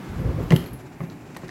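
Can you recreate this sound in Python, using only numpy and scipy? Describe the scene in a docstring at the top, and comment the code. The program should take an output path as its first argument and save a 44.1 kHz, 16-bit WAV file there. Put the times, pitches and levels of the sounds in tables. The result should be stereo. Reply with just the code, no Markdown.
"""A hollow rumble and soft bumps, close to the microphone: a hard plastic suitcase is tipped up in a
small room. Half a second in it knocks down in a quick cluster of blows that clack, ring its walls and
make the shell boom. The handle snaps against its stops and small metal fittings tinkle. Softer knocks,
clicks and the rub of a hand follow over the room's low rumble."""
import sys
import numpy as np
from scipy import signal
from scipy.fft import rfft, irfft, next_fast_len
from scipy.io import wavfile
from scipy.ndimage import map_coordinates

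SR = 44100
rng = np.random.default_rng(int(sys.argv[2]) if len(sys.argv) > 2 else 0)


def dump_mix(stems):
    """Bounce the given channels to the path in sys.argv[1] as a 16-bit WAV at rate SR."""
    frames = np.atleast_2d(stems).T  # one column per channel
    limited = np.clip(frames, -1, 1)  # hard clip at full scale
    pcm = np.round(limited * 32767).astype(np.int16)
    wavfile.write(sys.argv[1], SR, pcm)


N = 66150

# how alike the two channels are for diffuse sound (frequency [Hz], likeness [0-1])
DIFFUSE_LIKENESS = [(30, 0.35), (70, 0.71), (140, 0.86), (280, 0.96), (550, 0.55), (2000, 0), (4000, 0),
                    (12000, 0)]
# the same for contacts close to the microphone (frequency [Hz], likeness [0-1])
CLOSE_LIKENESS = [(150, .97), (500, 0.33), (2000, 0.87), (5000, 0), (12000, 0)]
CLICK_RISE_S, TOP_HZ = 0.00091, 16050


def amp(db):
    """Decibels to gain."""
    return 10 ** (np.asarray(db) / 20)


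def unit(x):
    """Scale to rms 1."""
    return x / np.sqrt(np.mean(x ** 2) + 1e-20)


def along(points, hz):
    """Read (frequency, value) points on a log axis."""
    freqs, values = np.transpose(points)
    return np.interp(np.log(hz + 1), np.log(freqs + 1), values)


def clock():
    """Time of each sample in seconds."""
    return np.arange(N) / SR


def fade(t, t60):
    """Exponential decay, 60 dB down after t60."""
    return amp(-60 * t / t60)


def wobble(rate_hz):
    """A smooth random curve for each channel."""
    return np.array([map_coordinates(rng.standard_normal(4000), [clock() * rate_hz]) for _ in range(2)])


def add(track, at, sound):
    """Mix a sound in from a time in seconds."""
    start = int(np.clip(round(at * SR), 0, N - 1))
    track[..., start:] += sound[..., :N - start]


def filtered(x, response):
    """Apply a gain that depends on frequency."""
    size = next_fast_len(N + 8192)
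    return irfft(rfft(x, size) * response(np.fft.rfftfreq(size, 1 / SR)), size)[..., :N]


def noise(colour, likeness, tilt_db=0, top_hz=SR):
    """Stereo noise of rms 1, tilted by tilt_db per octave above 400 Hz."""
    def response(hz):
        width = np.arccos(np.clip(along(likeness, hz), -1, 1)) / 2
        tilt = tilt_db * np.log2(np.maximum(hz, 400) / 400)
        band = (hz > 20) / (1 + (hz / top_hz) ** 8)
        return amp(along(colour, hz) + tilt) * band * np.array([np.cos(width), np.sin(width)])
    mid, side = filtered(rng.standard_normal((2, N)), response)
    return unit(np.array([mid + side, mid - side]))


def ring(modes, t):
    """Damped modes, each reaching left and right at slightly different times."""
    out = 0
    for hz, db, t60 in modes:
        arrival = t + rng.normal(0, 2.2e-5, (2, 1))
        out += amp(db) * fade(t, t60) * np.sin(2 * np.pi * (hz * arrival + rng.random()))
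    return out


def struck(modes, t, rise_cycles=0.49):
    """Modes set ringing by a blow; low ones build up slowest."""
    return -sum(amp(db) * fade(t, t60) * np.sin(2 * np.pi * hz * t) * (1 - np.exp(-t * hz / rise_cycles))
                for hz, db, t60 in modes)


def favour(modes, ring_hz, width_oct, rest_db=-13):
    """The point of contact favours the modes near one pitch; the rest ring weaker."""
    return [(hz, db + rest_db * (1 - np.exp(-(np.log2(hz / ring_hz) / width_oct) ** 2)), t60)
            for hz, db, t60 in modes]


def room(x):
    """The small room's tail, building up just after the direct sound."""
    # reverberation time (frequency [Hz], t60 [s])
    decay = [(150, 0.19), (330, 0.4), (600, 0.31), (2500, 0.38), (12000, 0.44)]
    white = noise([(20, 0), (20000, 0)], DIFFUSE_LIKENESS)[:, :SR // 2]
    hz, t, bands = signal.stft(white, SR, nperseg=256)
    envelope = fade(t, along(decay, hz)[:, None]) * (1 - np.exp(-t / 0.0024))
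    tail = signal.istft(bands * envelope, SR, nperseg=256)[1]
    return signal.fftconvolve(x, tail / np.linalg.norm(tail[0]), axes=1)[:, :N]


def room_tone():
    """The room's steady rumble, with a faint flickering rustle."""
    # spectra of the rumble and the rustle (frequency [Hz], level [dB])
    air_colour = [(25, -22), (50, -6.5), (85, -8), (130, 1), (165, 3), (200, -6.5), (260, -2.5),
                  (370, -5.5), (480, -16.5), (800, -11.5), (1150, -20.5), (2450, -20.5), (2800, -26),
                  (3300, -33.5), (8200, -38.5), (15500, -42.5)]
    rustle_colour = [(200, -3.5), (550, -2), (1800, -7), (3000, -15), (6800, -18), (7500, -14), (8100, -27),
                     (16000, -37)]
    flicker_db = 5.5 * np.tanh(wobble(rate_hz=41)[0])
    rustle = amp(-52 + flicker_db) * noise(rustle_colour, DIFFUSE_LIKENESS)
    return amp(-41) * noise(air_colour, DIFFUSE_LIKENESS) + rustle


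def handling():
    """The shifting case rumbles and hisses, dying away once it lands; the hand rubs the handle."""
    # spectra of the shifting shell, its sliding and the rubbing hand (frequency [Hz], level [dB])
    rumble_colour = [(25, -22), (45, 1.5), (90, -6), (134, 5), (200, -11), (350, -13), (520, -12.5),
                     (620, -25), (1270, -31), (1600, -56), (3000, -51), (6600, -88)]
    slide_colour = [(100, -38), (175, 2.5), (260, -1), (320, -2.5), (400, -9), (600, -15.5), (1200, -13),
                    (3100, -25.5), (16000, -45)]
    rub_colour = [(300, -32), (950, 1), (1350, 0), (2000, 8), (3000, -6), (6500, -8.5), (15000, -25)]
    # swell of the rumble (time [s], level [dB])
    rumble_level = [(0, -63), (.08, -41), (.12, -42), (.19, -30), (.225, -26), (.30, -27), (.37, -24.5),
                    (.445, -29.5), (.495, -30), (.525, -23.5), (.62, -33.5), (.69, -43), (.745, -40.5),
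                    (.81, -52), (1.5, -88)]
    # strokes of the hand (middle [s], half length [s], level [dB])
    rubs = [(0.642, 0.0028, -42), (1.046, 0.022, -50.5), (1.35, 0.0052, -47), (1.451, 0.011, -48),
            (1.49, 0.018, -46)]
    t = clock()
    rumble = amp(np.interp(t, *np.transpose(rumble_level))) * noise(rumble_colour, DIFFUSE_LIKENESS)
    slide = amp(-37) * np.interp(t, [0.59, 0.79], [1, 0]) * noise(slide_colour, DIFFUSE_LIKENESS)
    strokes = sum(amp(db) * np.exp(-((t - at) / half) ** 2) for at, half, db in rubs)
    judder = amp(3 * wobble(rate_hz=35.78)[0])
    return (rumble + strokes * noise(rub_colour, CLOSE_LIKENESS)) * judder + slide


def bumps(swell_cycles=0.83):
    """Padded contacts as the case is tipped: a few low cycles that swell and die."""
    # soft bumps (time [s], level [dB], pitch [Hz])
    contacts = [(0.094, -29.5, 89), (0.156, -26, 71.3), (.214, -19, 145), (0.254, -21, 108),
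                (0.285, -17.5, 73), (0.338, -21, 109), (0.36, -18.5, 123.4), (0.414, -30, 118),
                (0.727, -39, 57), (0.77, -39.5, 98)]
    t, out = clock(), np.zeros((2, N))
    for at, db, hz in contacts:
        swell = t * hz / swell_cycles
        add(out, at, amp(db) * swell ** 2 * np.exp(2 * (1 - swell)) * np.sin(2 * np.pi * hz * t))
    return out + amp(-26) * room(out)


def fittings(flutter_hz=130, flutter_depth=0.6, wander_s=1.5e-5):
    """Small loose metal parts tick and ring on in a high shimmer, fluttering as they swing."""
    # fittings touching (time [s], level [dB], favoured pitch [Hz])
    tinks = [(0.171, -63, 11590), (0.206, -62, 11590), (0.375, -64, 13160), (0.409, -62, 11590),
             (0.428, -56, 13160), (0.541, -50, 11590), (0.569, -47.5, 11620), (0.605, -54, 13160),
             (0.66, -49, 11590), (0.732, -48.5, 10200), (0.734, -49, 11830)]
    # modes of the metal (frequency [Hz], level [dB], t60 [s])
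    metal_modes = [(10200, 3.5, 0.14), (11600, 6, 0.18), (13160, 1, .22), (15280, -1, .14)]
    # spectrum of the ticks and the shimmer (frequency [Hz], level [dB])
    colour = [(8500, -17), (10400, -4), (11600, -0.5), (12500, -2), (13100, -4), (14000, -11),
              (16000, -5.5)]
    # swell of the shimmer (time [s], level [dB])
    shimmer_level = [(0, -61), (.48, -60), (.55, -44.5), (.60, -63), (.70, -74), (.95, -70), (1.015, -57),
                     (1.16, -66.5), (1.5, -74)]
    t, out = clock(), np.zeros((2, N))
    for at, db, ring_hz in tinks:
        swung = t + wander_s * wobble(flutter_hz)
        tone = ring(favour(metal_modes, ring_hz, width_oct=0.03), swung)
        flutter = unit(1 + flutter_depth * wobble(flutter_hz))
        tick = amp(8.5) * fade(t, t60=0.033) * noise(colour, CLOSE_LIKENESS)
        add(out, at, amp(db) * (tone * flutter + tick) * (1 - np.exp(-t / CLICK_RISE_S)))
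    shimmer_gain = amp(np.interp(t, *np.transpose(shimmer_level)))
    return out + amp(-6) * room(out) + shimmer_gain * noise(colour, DIFFUSE_LIKENESS)


def handle():
    """The handle hits its stops: a crack and a brief plastic ring."""
    # clicks (time [s], level [dB], favoured pitch [Hz], crack tilt [dB/octave], crack treble limit [Hz],
    # left over right [dB])
    clicks = [(0.5053, -17.5, 2850, -1, 9500, -1.5), (0.5622, -17, 3120, -1, 15500, 0.5),
              (0.661, -41, 4200, 4, 4500, 0), (1.099, -37.5, 3740, 2.5, 6450, 0),
              (1.3642, -32, 1700, -2.5, 7500, -5), (1.3685, -36, 8150, 2, 13500, 11),
              (1.4812, -39, 6500, 3.5, 10000, -2), (1.4915, -32, 1850, -.5, 6500, 0)]
    # modes of the handle (frequency [Hz], level [dB], t60 [s])
    handle_modes = [(1430, -2, 0.01), (1820, 1, 0.017), (2850, -1, 0.014), (3120, -.5, 0.012),
                    (4200, 2, 0.011), (6100, 1, 0.011), (8150, -5, .01)]
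    # spectrum of the crack (frequency [Hz], level [dB])
    crack_colour = [(300, 4), (800, -2.5), (1700, -1), (3000, -28), (3700, 1), (6300, -6.5), (9300, -7),
                    (11200, -0.5), (16000, -3)]
    t, out = clock(), np.zeros((2, N))
    for at, db, ring_hz, tilt_db, top_hz, pan_db in clicks:
        crack = amp(1.5) * fade(t, t60=0.013) * noise(crack_colour, CLOSE_LIKENESS, tilt_db, top_hz)
        tone = amp(4.5) * ring(favour(handle_modes, ring_hz, width_oct=0.1), t)
        click = amp(db) * (crack + tone) * (1 - np.exp(-t / CLICK_RISE_S))
        pan = amp([[pan_db / 2], [-pan_db / 2]])
        add(out, at, click * pan + amp(-4.5) * room(click))
    return out


def shell_knocks(contact_rise_s=0.00052):
    """Each blow clacks, rings the walls and makes the hollow case boom."""
    # blows on the shell (time [s], boom [dB], wall ring [dB], clack [dB], clack tilt [dB/octave])
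    knocks = [(.5080, -9, -10, -21, -2), (0.5198, -12, -9.5, -14.5, -1.5), (0.5243, -38, -6, -14, -10.5),
              (0.5319, -6, -36, -48, -5), (0.662, -30, -29, -35.5, -4), (1.005, -28, -70, -28, -4.5),
              (1.0124, -22.5, -23, -30.5, -6), (1.035, -23.5, -29.5, -33, -7), (1.089, -27, -36, -45, -9),
              (1.3647, -58, -29, -30, -1), (1.434, -31.5, -25, -38, -4)]
    # modes of the hollow shell, its walls and the stiff panel hit (frequency [Hz], level [dB], t60 [s])
    hollow_modes = [(145, -11, 0.14), (163.7, 1.5, 0.1), (245, -21, 0.29), (303, -36, 0.066)]
    wall_modes = [(369, -10.5, 0.11), (466.3, -10, 0.067), (541, -11, 0.064), (596, -26, 0.11),
                  (695, -29, 0.11), (886, -23, 0.067), (1147, -31, 0.016)]
    panel_modes = [(1080, 1, .022), (2000, 0, .025), (2350, -4, .012)]
    # spectrum of the clack (frequency [Hz], level [dB])
    clack_colour = [(60, -6), (200, -7), (450, -2.5), (720, -4), (1150, 0.5), (1500, -10.5), (2100, -4),
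                    (2700, -13.5), (5000, -19.5), (15000, -29.5)]
    t, boom, clack = clock(), np.zeros((2, N)), np.zeros((2, N))
    hollow, walls = struck(hollow_modes, t), struck(wall_modes, t)
    for at, boom_db, wall_db, clack_db, tilt_db in knocks:
        panel = ring([(hz, db + tilt_db * np.log2(hz / 400), t60) for hz, db, t60 in panel_modes], t)
        burst = fade(t, t60=0.032) * noise(clack_colour, CLOSE_LIKENESS, tilt_db)
        contact = (panel + burst) * (1 - np.exp(-t / contact_rise_s))
        add(boom, at, amp(boom_db) * hollow)
        add(clack, at, amp(wall_db) * walls + amp(clack_db) * contact)
    return boom + clack + amp(-4) * room(boom) + amp(-6.5) * room(clack)


def scene():
    """The suitcase at close range, with the small room behind it."""
    return shell_knocks() + handle() + fittings() + bumps() + handling() + room_tone()


def record(dry, low_cut_hz=34):
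    """The microphone drops the deepest bass; nothing is kept above the band limit."""
    return filtered(dry, lambda hz: hz ** 2 / np.hypot(hz ** 2, low_cut_hz ** 2) * (hz < TOP_HZ))


dry = scene()
out = record(dry)
dump_mix(out)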